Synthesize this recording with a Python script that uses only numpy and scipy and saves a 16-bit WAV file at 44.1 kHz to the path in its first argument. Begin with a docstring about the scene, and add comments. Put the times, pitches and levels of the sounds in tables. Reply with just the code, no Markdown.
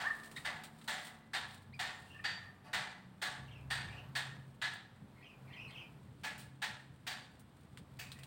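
"""A leafy garden: hammering on metal, out of sight in a walled yard, arrives as washes of echo about twice a second.
A far animal yelps at once and again after two seconds; leaves rustle and a near bird chirps, then chirps softly.
From two seconds a hoarse bird warbles in bursts, two dull knocks come from further off and an engine drone swells.
The blows pause, then a few more follow, with late rustles and a last warble, all under the hiss of open air.
Blows are noise echoes ringing in metal modes; calls are gliding harmonics; leaves, traffic and air are shaped noise."""
import sys
import numpy as np
from scipy import signal
from scipy.fft import rfft, irfft
from scipy.io import wavfile

SR = 44100
rng = np.random.default_rng(int(sys.argv[2]) if len(sys.argv) > 2 else 0)


def pcm_store(signal):
    """Save signal as 16-bit PCM."""
    levels = np.round(np.clip(np.atleast_2d(signal), -1, 1) * 32767)
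    wavfile.write(sys.argv[1], SR, levels.astype(np.int16).T)


N = 364266

# ringing modes of the struck metal: mode_hz, level_db (relative), t60_s (under a square blow)
METAL_MODES = [(611, -20, 0.33), (737, -13, 0.085), (873, -11.5, 0.075), (1142, -10, 0.06),
               (1314, -21, 0.15), (1397, -12, 0.094), (1496, -13.5, 0.12), (1702, -8.5, 0.087),
               (1832, -7, 0.079), (2004, -11.5, 0.097), (2196, -15, 0.09), (2366, -15, 0.063),
               (2526, -9, 0.033), (2540, -18, 0.072), (2830, -20.5, 0.065), (2810, -13, 0.055),
               (3050, -33.5, 0.12), (3186, -33, 0.088), (3420, -38, 0.09), (3700, -17, 0.071),
               (3730, -17, 0.08), (3930, -12, 0.046), (4207, -9.5, 0.028), (4400, -13, 0.031),
               (4620, -3, 0.089), (7300, -14.5, 0.096), (8420, -6, 0.0031), (13000, -25, 0.1)]


def from_db(db):
    """Gain of a level in dB."""
    return 10 ** (np.asarray(db) / 20)


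def rms_one(x):
    """Scaled to an rms of 1."""
    return x / np.sqrt(np.mean(x ** 2) + 1e-20)


def in_time(rows, t):
    """Columns of a curve table, read at times t."""
    s, *columns = np.transpose(rows)
    return [np.interp(t, s, column) for column in columns]


def at_hz(points, hz):
    """A spectrum in dB, or a decay time, read on a log-frequency axis."""
    point_hz, values = np.array(points).T
    return np.interp(np.log(hz + 1), np.log(point_hz), values)


def coloured(x, spectrum, tilt_db=0):
    """x shaped by a spectrum and a tilt, in dB per octave in the treble, about 1.5 kHz; rms 1."""
    hz = np.fft.rfftfreq(len(x), 1 / SR)
    shape_db = at_hz(spectrum, hz) + tilt_db * np.log2((hz + 500) / 2000)
    return rms_one(irfft(rfft(x) * from_db(shape_db), len(x)))


def noise(spectrum, size):
    """White noise given a spectrum; rms 1."""
    return coloured(rng.standard_normal(size), spectrum)


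def drift(rate_hz, size):
    """Slow random wander of rms 1: noise through two equal low-pass poles, after a second to settle."""
    r = np.exp(-2 * np.pi * rate_hz / SR)
    return rms_one(signal.lfilter([1], [1, -2 * r, r * r], rng.standard_normal(size + SR))[SR:])


def add(out, x, s):
    """Mix x into out from time s, which may lie before the start."""
    i = round(s * SR)
    x = x[max(-i, 0):N - i]
    out[max(i, 0):max(i, 0) + len(x)] += x


def hammer():
    """A hammer on metal: a broad crack plus ringing modes, heard only by way of the yard's echoes."""
    # blows: start_s, level_db, changes near 1.69, 1.85, 2.0 and 4.6 kHz: ring_1_db to ring_4_db,
    # clang near 2.5 and 3.6 kHz: mid_db, high_db, two favoured modes: mode_1_hz, mode_2_hz, their lift_db,
    # edge (0 square, 1 right on the edge), tilt_db_per_octave, fade_db_per_s (beyond the yard's decay)
    blows = [(0.0, -53, 2, 1, -6, -6, -9, -5.5, 3400, 2900, 5, 0.045, -2, 9),
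             (0.447, -51, 5, -3, 11, -4, -3.5, -4, 2170, 3700, 8.8, 0.011, -2, 6),
             (0.876, -50.5, -1, -16, 15, -22, -7.5, -2, 3700, 4390, 3.9, 0, 1.5, -18.5),
             (1.333, -49, 10, -18, -6, -8, -4.5, 2.7, 3400, 3580, 10, 0.093, -1, 6.5),
             (1.791, -50.5, -14, 10.5, -1, -10, -5, -1, 3700, 3230, 6.6, 0.059, 0.6, -3),
             (2.24, -50.5, 11, 12.5, 10, 4.5, 0.5, 5.5, 3580, 3940, 8, 0.79, 0.1, 4),
             (2.73, -48, -16, -1, 8.5, -8, -6.5, -2.3, 3080, 2360, 13, 0.083, 0.3, -7.5),
             (3.216, -50, 9.5, -5, 7, -14, -8.5, -0.2, 3580, 3080, 8, 0, 1.1, -2),
             (3.702, -50.5, -5, 15.5, -9, -3, -2.5, 2.5, 2840, 3700, 8, 0.22, 0.6, -16.5),
             (4.151, -50, 12, 10.5, -10, -16, -5, 1.5, 3580, 2520, 8, 0.11, 1.2, 10),
             (4.615, -50, 13.5, 8.5, 8, -5.5, -5, 6, 3230, 3940, 6.2, 0.43, 0, 2),
             (6.234, -54, 14, -31, -12, -9, 1.5, -7.5, 2900, 2170, 11, 0.00089, 2, 3),
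             (6.618, -50.5, 12.5, 5, -8, -16, -2.5, -0.5, 3940, 2360, 6.8, 0.099, 1.7, 16),
             (7.066, -53, 4.5, -20, -15, -3, -3, -0.5, 3940, 2900, 7.5, 0, 2.9, 1),
             (7.989, -58, -7, 2, -6, 2.5, 6, -14, 2360, 2840, 4, 0.02, 7, 48)]
    # colour of the crack: freq_hz, level_db (relative)
    crack_colour = [(210, -43), (350, -29), (506, -30.5), (754, -6.5), (990, -8), (1140, -16), (1240, -9),
                    (1550, -4.5), (1750, 0.5), (2500, -8.5), (3500, -5.5), (5660, -19.5), (8570, -24),
                    (11300, -36.5), (16000, -24.5)]
    thud_db, ring_db, clang_db = 5.5, -3.5, -1.5  # groups of modes under a square blow
    edge_thud_db, edge_clang_db, edge_sizzle_db = -43, -15.5, -18  # change for a blow right on the edge
    edge_longer = 1.7  # added share of the highest rings' length, right on the edge
    crack_follows = 0.47  # share of a clang's change that the crack takes on
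    out, hz = np.zeros(N), np.array(METAL_MODES)[:, 0]
    # each mode belongs to the first group that fits; the rest belong to the high clang
    groups = [hz < 1250, hz < 1600, hz < 1780, hz < 1910, hz < 2080, abs(hz - 4625) < 200, hz < 2920]
    for s, db, *rings_db, mid_db, high_db, hz1, hz2, lift_db, edge, tilt_db, fade_db in blows:
        echoes = yard(rise_s=0.0021, wall_s=.008)
        group_db = [thud_db + edge * edge_thud_db, ring_db, *rings_db, clang_db + mid_db]
        levels_db = np.select(groups, group_db, clang_db + high_db + edge * edge_clang_db)
        levels_db = levels_db + rng.normal(0, 3.2, len(hz))
        favoured = [np.argmin(abs(hz - hz1)), np.argmin(abs(hz - hz2))]
        levels_db[favoured] += lift_db
        crack = []
        for f, level_db in crack_colour:
            clang_change_db = mid_db * (2000 < f < 3000) + high_db * (3000 < f < 5000)
            sizzle_db = edge * edge_sizzle_db * (f > 10000)
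            crack.append((f, level_db + sizzle_db + crack_follows * clang_change_db))
        ringing = struck(echoes, levels_db, edge * edge_longer)
        blow = coloured(echoes, crack, tilt_db) + from_db(-11.0) * ringing
        fading = from_db(db - fade_db * np.arange(len(blow)) / SR)
        add(out, fading * blow, s)
    return out


def struck(echoes, levels_db, longer=0):
    """Echoes ringing in the metal: each mode is a decaying sine, brought to its own level."""
    spectrum, hz, out = rfft(echoes), np.fft.rfftfreq(len(echoes), 1 / SR), 0
    for (mode_hz, db, t60), more_db in zip(METAL_MODES, levels_db):
        decay = np.log(1000) / t60 / (1 + longer * (mode_hz > 4500))  # per s
        ringing = spectrum / (decay + 2j * np.pi * (hz - mode_hz))
        out = out + from_db(db + more_db) * ringing / np.linalg.norm(ringing)
    return irfft(out, len(echoes)) * len(echoes) / np.sqrt(2)


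def yard(rise_s, wall_s=0.):
    """Echoes of walls and trees: noise builds up, 3 dB down until the nearest wall answers, then dies; energy 1."""
    # decay of the yard: freq_hz, t60_s
    yard_decay = [(400, 0.75), (1000, 0.66), (2800, 0.48), (7000, 0.51), (15000, 0.24)]
    t = np.arange(SR * 2 // 3) / SR
    white, hz = rfft(rng.standard_normal(len(t))), np.fft.rfftfreq(len(t), 1 / SR)
    octave = np.clip(np.log2(hz / 250 + 1e-9), 0, 6)  # above 250 Hz
    echoes = np.zeros(len(t))
    for k in range(7):
        band = irfft(white * np.clip(1 - abs(octave - k), 0, 1), len(t))  # bands overlap and sum to the whole
        echoes += band * from_db(-60 * t / at_hz(yard_decay, 250 * 2 ** k))
    echoes *= 1 - np.exp(-t / rise_s)
    echoes *= np.where(t < wall_s, from_db(-3.0), 1)
    echoes *= from_db(0.92 * drift(83, size=len(t)))
    return echoes / np.sqrt(np.sum(echoes ** 2))


def knocks():
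    """Dull knocks further off: metal modes that grow weaker with pitch, in slower-rising echoes."""
    # knocks: start_s, level_db (rms over the whole tail)
    far_knocks = [(2.639, -66.5), (3.921, -70)]
    out, hz = np.zeros(N), np.array(METAL_MODES)[:, 0]
    dulled_db = -8.5 * np.log2(hz / 800)  # -8.5 dB per octave
    for s, db in far_knocks:
        add(out, from_db(db) * rms_one(struck(yard(rise_s=0.012), dulled_db)), s)
    return out


def warble():
    """A hoarse bird: short gliding notes of two harmonics, roughened by fast pitch flutter."""
    # notes: start_s, length_s, start_hz, end_hz, level_db (before throat and distance)
    notes = [(2.058, 0.026, 2850, 2890, -59), (2.095, 0.039, 2760, 2880, -51),
             (2.123, 0.028, 3240, 2900, -54), (2.142, .03, 2850, 2780, -52), (2.175, .035, 2490, 2500, -54),
             (3.478, 0.018, 2780, 2800, -51), (3.488, 0.017, 2600, 2200, -49),
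             (3.509, 0.024, 3130, 3230, -49.5), (3.52, .024, 2830, 2850, -50),
             (3.548, 0.047, 2760, 2410, -51), (3.89, 0.035, 2295, 2450, -46), (3.921, .03, 2760, 2480, -49),
             (3.958, 0.035, 2575, 3030, -47), (3.978, .03, 2620, 2830, -45.5),
             (4.014, 0.058, 2820, 2520, -75), (5.153, 0.025, 2030, 2210, -54.5),
             (5.176, 0.018, 1905, 2500, -49), (5.194, 0.029, 2310, 1860, -54),
             (5.219, 0.029, 2270, 2570, -48.5), (5.239, 0.041, 3200, 2840, -50),
             (5.279, 0.048, 2610, 2474, -51), (5.468, 0.047, 2400, 1850, -52.5),
             (5.495, 0.031, 2500, 2850, -54.5), (5.518, 0.043, 2356, 1900, -46),
             (5.527, 0.027, 3270, 3050, -47), (5.563, 0.031, 2745, 2420, -41),
             (5.589, 0.0358, 2497, 2980, -41), (5.618, 0.053, 2900, 2505, -45),
             (5.685, 0.027, 2255, 2140, -48.5), (5.675, 0.034, 4030, 4800, -40),
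             (5.697, .04, 4060, 4070, -49), (5.705, 0.04, 3140, 3370, -50),
             (5.742, 0.0322, 2970, 2297, -42), (5.768, .042, 3190, 2875, -42.5),
             (5.806, 0.032, 2554, 2485, -44), (5.83, 0.066, 2800, 2830, -65), (8.04, .11, 2560, 2450, -58),
             (8.154, .032, 1874, 2030, -52.5), (8.19, 0.028, 2540, 2410, -53),
             (8.222, .036, 2790, 2840, -59)]
    glides = [[(s, hz, db), (s + length, end_hz, db)] for s, length, hz, end_hz, db in notes]
    throat = [(3400, -6.5), (3800, -21), (5000, -27.5), (6000, -33)]  # Hz, dB
    return voice(glides, throat, count=2, hoarse=0.049, flutter_hz=230, breath_db=2.5,
                 dry_db=-5.0, wet_db=-3.0, fade_db=94)


def chirp():
    """A near bird: two chirps whose two harmonics follow a bending pitch, with little echo."""
    # near chirp: time_s, pitch_hz, level_db (before throat and distance)
    near_chirp = [(.36, 1784, -49), (.368, 1890, -48), (.3745, 2310, -48), (.379, 1860, -44),
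                  (.384, 1865, -46), (.393, 1970, -54)]
    # softer chirp: time_s, pitch_hz, level_db (before throat and distance)
    soft_chirp = [(1.724, 1760, -65), (1.741, 2330, -56), (1.749, 2470, -58), (1.776, 2280, -65)]
    throat = [(2200, 5.0), (3700, 1.0), (4400, -6)]  # Hz, dB
    return voice([near_chirp, soft_chirp], throat, count=2, hoarse=0.025, flutter_hz=330, breath_db=2.5,
                 dry_db=-1.0, wet_db=-12.0, fade_db=152)


def yelps():
    """A far animal: six harmonics glide to a held pitch, coloured by the throat."""
    # yelps: start_s, length_s, start_hz, held_hz, level_db (at the held pitch, before throat and distance)
    far_yelps = [(.006, 0.024, 396, 404, -58), (0.028, 0.064, 403.7, 615, -38.5),
                 (0.09, 0.0346, 505, 606.6, -40), (2.135, 0.041, 595, 587, -57.5),
                 (2.188, 0.02, 590, 598, -53.5), (2.3, 0.21, 595, 600, -62)]
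    # resonance of the throat: freq_hz, level_db (relative)
    throat = [(300, -45), (620, -38), (800, 0), (1150, -4.5), (1400, 0), (1650, 3.5), (1850, 7),
              (2400, -34), (3100, -20), (3800, -40)]
    glide_share, start_db, end_db = .66, -9.5, -2  # share of the length spent gliding; levels at the ends
    glides = []
    for s, length, start_hz, held_hz, db in far_yelps:
        glides.append([(s, start_hz, db + start_db), (s + glide_share * length, held_hz, db),
                       (s + length, held_hz, db + end_db)])
    return voice(glides, throat, count=6, hoarse=0.02, flutter_hz=70, breath_db=3.0,
                 dry_db=-2.0, wet_db=-8.5, fade_db=2)


def voice(tables, throat, count, hoarse, flutter_hz, breath_db, dry_db, wet_db, fade_db):
    """Harmonics of a fluttering pitch, their level wavering with the breath, with the yard's echoes behind."""
    out = np.zeros(N)
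    for rows in tables:
        t = np.arange(rows[0][0], rows[-1][0], 1 / SR)
        hz, db = in_time(rows, t)
        flutter = rms_one(signal.detrend(drift(flutter_hz, size=len(t))))
        phase = 2 * np.pi * np.cumsum(hz * (1 + hoarse * flutter)) / SR
        edges = np.clip(np.minimum(t - t[0], t[-1] - t) / 0.0064, 0, 1)
        harmonics = sum(from_db(at_hz(throat, k * hz)) * np.sin(k * phase) for k in range(1, count + 1))
        breath = from_db(db + breath_db * drift(83, size=len(t)))
        add(out, breath * edges * harmonics, t[0])
    echoes = yard(rise_s=0.00048)
    echoes = echoes * from_db(-fade_db * np.arange(len(echoes)) / SR)  # foliage shortens the tail, dB per s
    wet = signal.fftconvolve(out, echoes / np.linalg.norm(echoes))[:N]
    return from_db(dry_db) * out + from_db(wet_db) * wet


def rustles():
    """Birds hopping in dry leaves: noise bursts with a snap in front; the foliage stirs and snaps faintly between."""
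    # rustles: start_s, level_db (after the snap), twig_db (woody part below 5 kHz), bite_db (near 4 kHz),
    # snap_height (over the burst, as a ratio), t60_s
    hops = [(0.166, -66, -6, 0.1, 1.5, .05), (0.2328, -62, 8, 0.5, 1.4, 0.041),
            (0.314, -58, 1, -5, 2.4, 0.09), (0.364, -51.5, 4.5, -4, 0.5, 0.3),
            (0.636, -50.5, 2, -0.5, 0.91, .16), (0.787, -66.5, 1, 0.1, 2.4, 0.045),
            (0.814, -62, 7, -3, 2.2, .06), (1.508, -60, 8, 2, 2.4, .08), (2.021, -66, 3, 0.1, 2.4, .05),
            (4.0866, -76, -18, 0.1, 2.4, .05), (4.7358, -56.5, 3, 0.1, 2.4, .11),
            (5.707, -63, 9, 3, 2.4, .05), (6.379, -55.5, -7, 0.1, 0.1, .13),
            (6.393, -54.5, -1, 1, 0.1, 0.28), (7.396, -63.5, -8, 0.1, 2.4, 0.11),
            (7.7737, -58, 6, -3, 3.6, 0.12), (8.118, -51.5, 1, 7.5, 2.4, 0.1),
            (8.1886, -60, 2, -3, 1.2, .07), (8.234, -57.5, 3, 0, 3.6, 0.046)]
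    # colour of dry leaves: freq_hz, level_db (relative)
    leaf_colour = [(300, -62), (1200, -2), (2600, -3), (4000, 0.5), (6300, -11.5), (8600, -0.5),
                   (11500, -15.5), (14000, -15), (15700, -6)]
    # stirring foliage: time_s, level_db
    stirring = [(0, -64.5), (.35, -65), (.7, -76), (1.08, -57), (1.25, -87), (1.55, -65.5), (1.7, -87),
                (1.95, -68), (2.2, -77), (2.7, -85), (7.2, -80), (7.9, -81.5), (8.26, -64)]
    hold_s = 0.0082  # before a burst fades
    twig_dulls = .5  # dB of top lost per dB of woody low part
    snaps_per_s, snap_db, snap_t60_s = 24, 8.5, 0.037  # faint snaps: rate, greatest height over the stir, decay
    out, t = np.zeros(N), np.arange(SR // 3) / SR
    for s, db, twig_db, bite_db, height, t60 in hops:
        leaf = []
        for hz, level_db in leaf_colour:
            woody_db = twig_db * (hz < 5000) - twig_dulls * twig_db * (hz > 10000)
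            leaf.append((hz, level_db + woody_db + bite_db * (3000 < hz < 5000)))
        snap = (1 + max(height, 0) * np.exp(-t / .001)) * np.minimum(t / .0003, 1)
        fading = from_db(0.6 * drift(390, size=len(t)) - 60 * np.maximum(t - hold_s, 0) / t60)
        add(out, from_db(db) * snap * fading * noise(leaf, len(t)), s)
    clicks = from_db(snap_db) * rng.random(N) * (rng.random(N) < snaps_per_s / SR)
    snaps = signal.lfilter([1], [1, -from_db(-60 / (snap_t60_s * SR))], clicks)
    stir_db = in_time(stirring, np.arange(N) / SR)[0] + 1.9 * drift(9.3, size=N)
    return out + from_db(stir_db) * (1 + snaps) * noise(leaf_colour, N)


def wavering_tone(hz, size):
    """An engine's sine, with pitch and level that wander slowly."""
    phase = 2 * np.pi * np.cumsum(hz * (1 + 0.0061 * drift(3.46, size))) / SR
    return np.sin(phase) * from_db(2.2 * drift(4.5, size))


def engines():
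    """Distant traffic: a steady-pitched drone, passing firing tones, low rumble and the rush of tyres."""
    # main drone: time_s, level_db (peak, before its waver)
    drone_level = [(0.0, -73), (0.07, -72), (1.22, -76), (1.45, -61.5), (3.24, -70), (3.47, -49.5),
                   (3.54, -60), (3.8, -48), (4.07, -56.5), (4.32, -50.5), (4.71, -56.5), (4.76, -75),
                   (5.1, -61), (5.29, -78), (5.45, -57), (7.08, -63), (7.43, -70), (8.26, -53)]
    # rush of traffic: time_s, level_db
    rush_level = [(0, -59.5), (.4, -61), (1.3, -72), (2.4, -66.5), (2.8, -72), (3.1, -71.5), (4.0, -62),
                  (4.7, -73), (5.8, -61), (6.3, -78.5), (7.6, -71.5), (8.26, -65.5)]
    # firing tones that come and go: start_s, length_s, tone_hz, level_db (peak, before the waver)
    firing = [(-.6, 2.64, 223.3, -63.5), (-.3, 1.8, 155.3, -63), (1.3, 1.5, 95.2, -63),
              (1.9, 1.56, 186.4, -63), (2.0, 1.3, 122, -66), (3.35, 0.73, 69.5, -58),
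              (3.4, 0.77, 106.2, -55), (4.0, 4, 202.8, -72.5), (5.8, 1.17, 296, -71),
              (7.2, 1.2, 73.9, -67.5)]
    # colour of the rumble: freq_hz, level_db (relative)
    rumble_colour = [(12, -57), (20, -19), (38, -16), (129, 1), (167, -2.5), (220, -6), (325, -22),
                     (450, -20), (580, -25.5), (990, -120)]
    # colour of the rush: freq_hz, level_db (relative)
    rush_colour = [(250, 0), (500, -3), (1000, -1), (1800, -11.5), (3500, -19), (6000, -27)]
    t = np.arange(N) / SR
    drone_db, rush_db = in_time(drone_level, t)[0], in_time(rush_level, t)[0]
    # the rumble takes on a share of the drone's swing
    rumble_db = -61.5 + 0.32 * (drone_db - drone_db.mean()) + 2.5 * drift(12.0, size=N)
    out = from_db(rumble_db) * noise(rumble_colour, N)
    out += from_db(drone_db) * wavering_tone(133.3, N)
    out += from_db(rush_db) * noise(rush_colour, N)
    for s, length, hz, db in firing:
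        size = int(length * SR)
        add(out, from_db(db) * signal.windows.tukey(size, .4) * wavering_tone(hz, size), s)
    return out


def open_air():
    """Hiss of the open air: shaped noise whose level drifts slightly."""
    # colour of the air: freq_hz, level_db (relative)
    air_colour = [(150, -6), (250, 4.5), (373, -5), (674, -8), (1010, -10), (1950, -14), (2710, -18.5),
                  (3400, -18), (6470, -33), (8550, -26.5), (11300, -41.5), (15200, -37), (16000, -31)]
    return from_db(-67.5 + .5 * drift(0.37, size=N)) * noise(air_colour, N)


def scene():
    """Everything at one microphone in the garden."""
    birds_and_animal = warble() + chirp() + yelps()
    return (hammer() + knocks() + birds_and_animal + rustles() + engines() + open_air())[None]


def record(dry):
    """The microphone loses the deepest bass, below 42 Hz; the top is cut steeply by 16150 Hz."""
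    thin = signal.sosfilt(signal.butter(2, 42, "high", fs=SR, output="sos"), dry)
    return signal.sosfilt(signal.cheby2(24, 45, 16150, fs=SR, output="sos"), thin)


dry = scene()
out = record(dry)
pcm_store(out)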